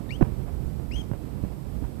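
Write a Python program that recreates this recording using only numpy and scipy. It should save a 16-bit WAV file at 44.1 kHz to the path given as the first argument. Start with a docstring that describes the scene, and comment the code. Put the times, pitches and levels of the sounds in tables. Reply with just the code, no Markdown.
"""From the start, a hand covering a camera's right microphone port makes a low rumble over faint hiss.
At 0.09 s a bird held at the mouth of an earth burrow, close to the left port, gives a short rising
chirp: a whistle with two rough overtones, reflected by the earth walls. Just after 0.2 s the hand
shifts, with a cluster of dull bumps and a rub of skin; weaker ones follow. The bird chirps again at
0.91 s, and the rumble goes on, with a few more bumps and rubs, to the end at 2 s."""
import sys
import numpy as np
from scipy import signal
from scipy.fft import rfft, irfft, next_fast_len
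from scipy.io import wavfile
from scipy.ndimage import uniform_filter1d, minimum_filter1d, map_coordinates

SR = 44100
rng = np.random.default_rng(int(sys.argv[2]) if len(sys.argv) > 2 else 0)


def transcribe(signal):
    """Save signal, clipped to [-1, 1], as a 16-bit WAV file at the path in sys.argv[1]."""
    frames = np.atleast_2d(signal).T
    limited = np.clip(frames, -1, 1)
    pcm = np.round(limited * 32767).astype(np.int16)
    wavfile.write(sys.argv[1], SR, pcm)


N = 88200
T = np.arange(N) / SR

# Levels in all tables are relative.
# Spectra of the hiss at each port: f/Hz, level/dB
LEFT_HISS_SPECTRUM = [(100, -5), (700, 5), (1600, 1.5), (2500, 1), (5000, -0.5), (6600, -3.5), (8100, 3),
                      (9600, -2), (12000, 0), (14500, -3)]
RIGHT_HISS_SPECTRUM = [(100, 7), (2500, -2.5), (5000, 1), (6600, -8), (8100, 2), (9600, -5.5), (12000, 3),
                       (14500, 0.5)]
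# Envelopes of the rumble (deep band, upper band, through the case to the left port): t/s, level/dB
DEEP_ENVELOPE = [(0, -36), (.12, -33), (.3, -31.5), (.4, -23.5), (.47, -27.5), (.53, -21.5), (.6, -30.5),
                 (.67, -20.5), (.77, -28), (.88, -31), (.97, -23), (1.07, -30), (1.2, -29.5), (1.36, -40),
                 (1.45, -23.5), (1.6, -40.5), (1.73, -28), (1.85, -22.5), (1.93, -33), (2, -31)]
UPPER_ENVELOPE = [(0, -29), (.1, -31.5), (.28, -29), (.46, -31.5), (.66, -30.5), (.76, -32.5), (.88, -32),
                  (1.0, -30), (1.17, -32.5), (1.32, -30), (1.5, -31), (1.58, -33), (1.67, -31.5),
                  (1.9, -31.5), (2, -30)]
CASE_ENVELOPE = [(0, -51), (.1, -46), (.22, -46), (.33, -45), (.42, -46), (.55, -47), (.75, -51), (.9, -48),
                 (.95, -47), (1.05, -44), (1.12, -53), (1.3, -48.5), (1.55, -49), (1.88, -48), (1.96, -47),
                 (2, -46)]
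# Spectra of the same three rumbles: f/Hz, level/dB
DEEP_SPECTRUM = [(12, -20), (22, -16), (35, -5), (55, 5.5), (72, 0.5), (95, -10.5), (140, -13), (300, -62)]
UPPER_SPECTRUM = [(50, -20), (90, -2), (130, 2), (200, -4), (300, -8.5), (450, -14.5), (700, -22),
                  (1000, -27), (1600, -36), (2500, -39.5), (4500, -50.5), (9000, -59)]
CASE_SPECTRUM = [(15, -15), (35, -29), (55, 0), (90, 15), (140, 1.5), (200, 5.5), (300, -11), (450, -15),
                 (1000, -46), (4000, -82)]
# Contour of the fundamental, one table per chirp: t/s, f/Hz, level/dB
CHIRP_CONTOURS = [
    [(.091, 1853, -49), (.098, 1810, -47), (.1048, 2050, -49), (.107, 2207, -34), (.116, 2425, -35),
     (.121, 2640, -43), (.125, 2730, -35.5), (.129, 2760, -43), (.136, 2885, -39), (.149, 3050, -46),
     (.161, 3185, -44), (.174, 3250, -58)],
    [(.911, 1980, -48), (.918, 2395, -41), (.926, 2670, -43.5), (.941, 2850, -40), (.953, 2950, -41),
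     (.966, 3280, -40.5), (.976, 3153, -40), (.995, 3250, -41), (1.018, 3110, -42)],
]
# Timbre, one row per chirp: overtone level/dB, rasp level/dB, overtone entry time/s
CHIRP_TIMBRES = [(-2.5, -22, .001), (2.5, -18, 0.0083)]
# Spectra of the bird's overtones and airy rasp: f/Hz, level/dB
SECOND_HARMONIC = [(3600, -1), (4100, -3), (4600, -11), (5300, -12), (5600, -20), (6050, -16), (6600, -25)]
THIRD_HARMONIC = [(5500, -30), (7000, -27), (8400, -23.5), (9800, -29)]
RASP_SPECTRUM = [(1200, -28), (1900, 3), (2700, 9.5), (3800, -14), (5200, 3.5), (6500, -9), (8200, -3),
                 (11000, -20)]
# Responses of the reverberant surroundings and of the covered port to the bird: f/Hz, gain/dB
TAIL_RESPONSE = [(1500, -5), (2700, -7), (3150, -5.5), (3500, -5), (4500, 4), (8000, 11)]
COVERED_RESPONSE = [(2000, -36), (3200, -49), (4500, -16), (6000, -11), (9000, -17)]
# Bumps of the hand on the case: t/s, level/dB, f/Hz, T60/s, contact time/s
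HAND_BUMPS = [(0.2111, -9.5, 302, 0.035, 0.00038), (.2140, -4.5, 300, 0.017, 0.00063),
              (0.2172, -12.5, 253, 0.042, 0.0008), (0.2221, -9.5, 230, 0.029, 0.00073),
              (0.2269, -0.5, 136, 0.0328, 0.00085), (0.2277, -8.5, 47.3, 0.078, 0.0011),
              (0.604, -17, 147, 0.054, 0.0017), (0.658, -19, 58.6, 0.097, 0.0045),
              (0.798, -19.5, 140, 0.034, 0.00033), (1.1154, -11, 113, 0.038, 0.0003),
              (1.1359, -15.5, 260, 0.005, 0.00029), (1.4386, -10.5, 190, 0.026, 0.0016),
              (1.4492, -17.5, 203, 0.018, 0.00046), (1.824, -18, 275, 0.024, 0.00089)]
# Muffling of the bumps by the finger: f/Hz, gain/dB
SKIN_RESPONSE = [(700, -1), (1800, -1.5), (3000, -7), (5000, -24), (9000, -45)]
# Strokes of skin over the case: t/s, rise/s, fall/s, level/dB
RUB_STROKES = [(0.211, 0.0022, 0.01, -31), (.227, 0.0052, .002, -25), (0.243, 0.015, 0.022, -38.5),
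               (.492, 0.017, 0.0071, -40.5), (1.14, 0.011, 0.02, -44), (1.445, .006, 0.015, -44.5),
               (1.527, .014, 0.0075, -46), (1.845, 0.015, 0.0095, -41.5)]
# Spectrum of their friction noise: f/Hz, level/dB
RUB_SPECTRUM = [(200, -12), (450, 3.5), (750, 3), (1400, -10), (2600, -22.5), (4500, -36.5), (9000, -44)]


def amp(db):
    """Amplitude ratio of a level in decibels."""
    return 10 ** (np.asarray(db) / 20)


def level_at(spectrum, hz):
    """Level interpolated on a logarithmic frequency axis."""
    f, db = np.transpose(spectrum)
    return np.interp(np.log(hz + 1), np.log(f + 1), db)


def curves(rows):
    """Linear interpolation in time: one value per sample for each column after the first."""
    times, *columns = np.transpose(rows)
    return [np.interp(T, times, column) for column in columns]


def wobble(knots_per_s):
    """Smooth random modulation: a spline through Gaussian values."""
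    return map_coordinates(rng.standard_normal(N // 8), [T * knots_per_s], mode="wrap")


def filtered(x, response):
    """Linear filtering: the spectrum of x is multiplied by a frequency response."""
    size = next_fast_len(N + SR // 2)
    return irfft(rfft(x, size) * response(np.fft.rfftfreq(size, 1 / SR)), size)[..., :N]


def shaped(x, spectrum):
    """Spectral shaping by a table of f/Hz, gain/dB."""
    return filtered(x, lambda hz: amp(level_at(spectrum, hz)))


def noise(spectrum):
    """Coloured noise: white noise, filtered and scaled to rms 1."""
    x = shaped(rng.standard_normal(N), spectrum)
    return x / np.sqrt(np.mean(x ** 2) + 1e-20)


def hiss(left_db=-59, right_db=-57):
    """Microphone self-noise: steady, and uncorrelated between the ports."""
    return np.array([amp(left_db) * noise(LEFT_HISS_SPECTRUM),
                     amp(right_db) * noise(RIGHT_HISS_SPECTRUM)])


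def port_rumble(deep_trim_db=-2, upper_trim_db=-1.5):
    """Handling noise: the hand on the right port gives two amplitude-modulated low bands."""
    (deep_db,), (upper_db,) = curves(DEEP_ENVELOPE), curves(UPPER_ENVELOPE)
    deep = amp(deep_db + deep_trim_db) * noise(DEEP_SPECTRUM)
    upper = amp(upper_db + upper_trim_db + 0.65 * wobble(30.08)) * noise(UPPER_SPECTRUM)
    return deep + upper


def case_rumble(trim_db=-2.5):
    """Structure-borne sound: the hand's rumble as the case carries it to the open left port."""
    (db,) = curves(CASE_ENVELOPE)
    return amp(db + trim_db) * noise(CASE_SPECTRUM)


def chirp(contour, overtone_db, rasp_db, entry_s):
    """Frequency modulation: a whistle of three harmonics glides upward, with flutter and a little rasp."""
    edge_s, pitch_jitter, smear_rad = 0.0016, 0.0118, 0.3
    flutter_db, overtone_flutter_db, flutter_per_s = -1.64, 3, 290
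    start, end = contour[0][0], contour[-1][0]
    pitch, db = curves(contour)
    phase = 2 * np.pi * np.cumsum(pitch * (1 + pitch_jitter * wobble(700))) / SR
    voice = np.sin(phase) + amp(rasp_db) * noise(RASP_SPECTRUM)
    entry = np.clip((T - start) / entry_s, 0, 1) ** 2
    for k, spectrum in enumerate((SECOND_HARMONIC, THIRD_HARMONIC), 2):
        swing_db = overtone_flutter_db * wobble(flutter_per_s)
        gain = amp(overtone_db + level_at(spectrum, k * pitch) + swing_db)
        voice += entry * gain * np.sin(k * phase + smear_rad * wobble(900))
    gate = np.clip(np.minimum(T - start, end - T) / edge_s + .5, 0, 1)
    return np.sqrt(2) * gate * amp(db + flutter_db * wobble(flutter_per_s)) * voice


def reverberation(x, t60_s):
    """Diffuse reflection: convolution with exponentially decaying noise of unit energy."""
    t = T[:SR // 2]
    response = rng.standard_normal(len(t)) * amp(-60 * t / t60_s)
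    return signal.fftconvolve(x, response / np.linalg.norm(response))[:N]


def bird(wall_db=-12.5, left_tail_db=-14.5, right_tail_db=-16, wall_t60_s=0.021, tail_t60_s=0.32):
    """Direct and reflected sound: near walls answer briefly, the surroundings for longer."""
    direct = sum(chirp(contour, *timbre) for contour, timbre in zip(CHIRP_CONTOURS, CHIRP_TIMBRES))
    far = shaped(direct, TAIL_RESPONSE)
    walls = amp(wall_db) * reverberation(direct, wall_t60_s)
    left = direct + walls + amp(left_tail_db) * reverberation(far, tail_t60_s)
    right = shaped(direct, COVERED_RESPONSE) + amp(right_tail_db) * reverberation(far, tail_t60_s)
    return np.array([left, right])


def bumps():
    """Damped oscillation: each soft push on the covered port builds up, swings back and dies away."""
    pressure = np.zeros(N)
    for peak_s, db, hz, t60_s, contact_s in HAND_BUMPS:
        age = np.maximum(T - peak_s, 0)
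        push = np.exp(-np.maximum(peak_s - T, 0) / contact_s)
        pressure -= amp(db - 60 * age / t60_s) * push * np.cos(2 * np.pi * hz * age)
    return shaped(pressure, SKIN_RESPONSE)


def rubs(grain_db=-0.5):
    """Sliding friction: skin on the case gives brief swells of dull noise."""
    swell = np.zeros(N)
    for peak_s, rise_s, fall_s, db in RUB_STROKES:
        width_s = np.where(T < peak_s, rise_s, fall_s)
        swell += amp(db) * np.exp(-.5 * ((T - peak_s) / width_s) ** 2)
    return swell * amp(grain_db * wobble(180)) * noise(RUB_SPECTRUM)


def scene(leak_db=-42):
    """Superposition at the two ports; a little of the hand's sound leaks through the case to the left."""
    chirps = bird()
    hand_right = port_rumble() + bumps() + rubs()
    hand_left = case_rumble() + amp(leak_db) * hand_right
    return hiss() + np.array([hand_left, hand_right]) + chirps


def record(dry, ceiling=0.95, window_samples=221, top_hz=14550):
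    """Peak and band limiting: a smoothed gain holds peaks down, then a low-pass cuts the top treble."""
    needed_gain = np.minimum(1, ceiling / (np.abs(dry) + 1e-9))
    held_gain = minimum_filter1d(needed_gain, size=window_samples)
    gain = uniform_filter1d(held_gain, size=window_samples)
    return filtered(dry * gain, lambda hz: hz < top_hz)


dry = scene()
out = record(dry)
transcribe(out)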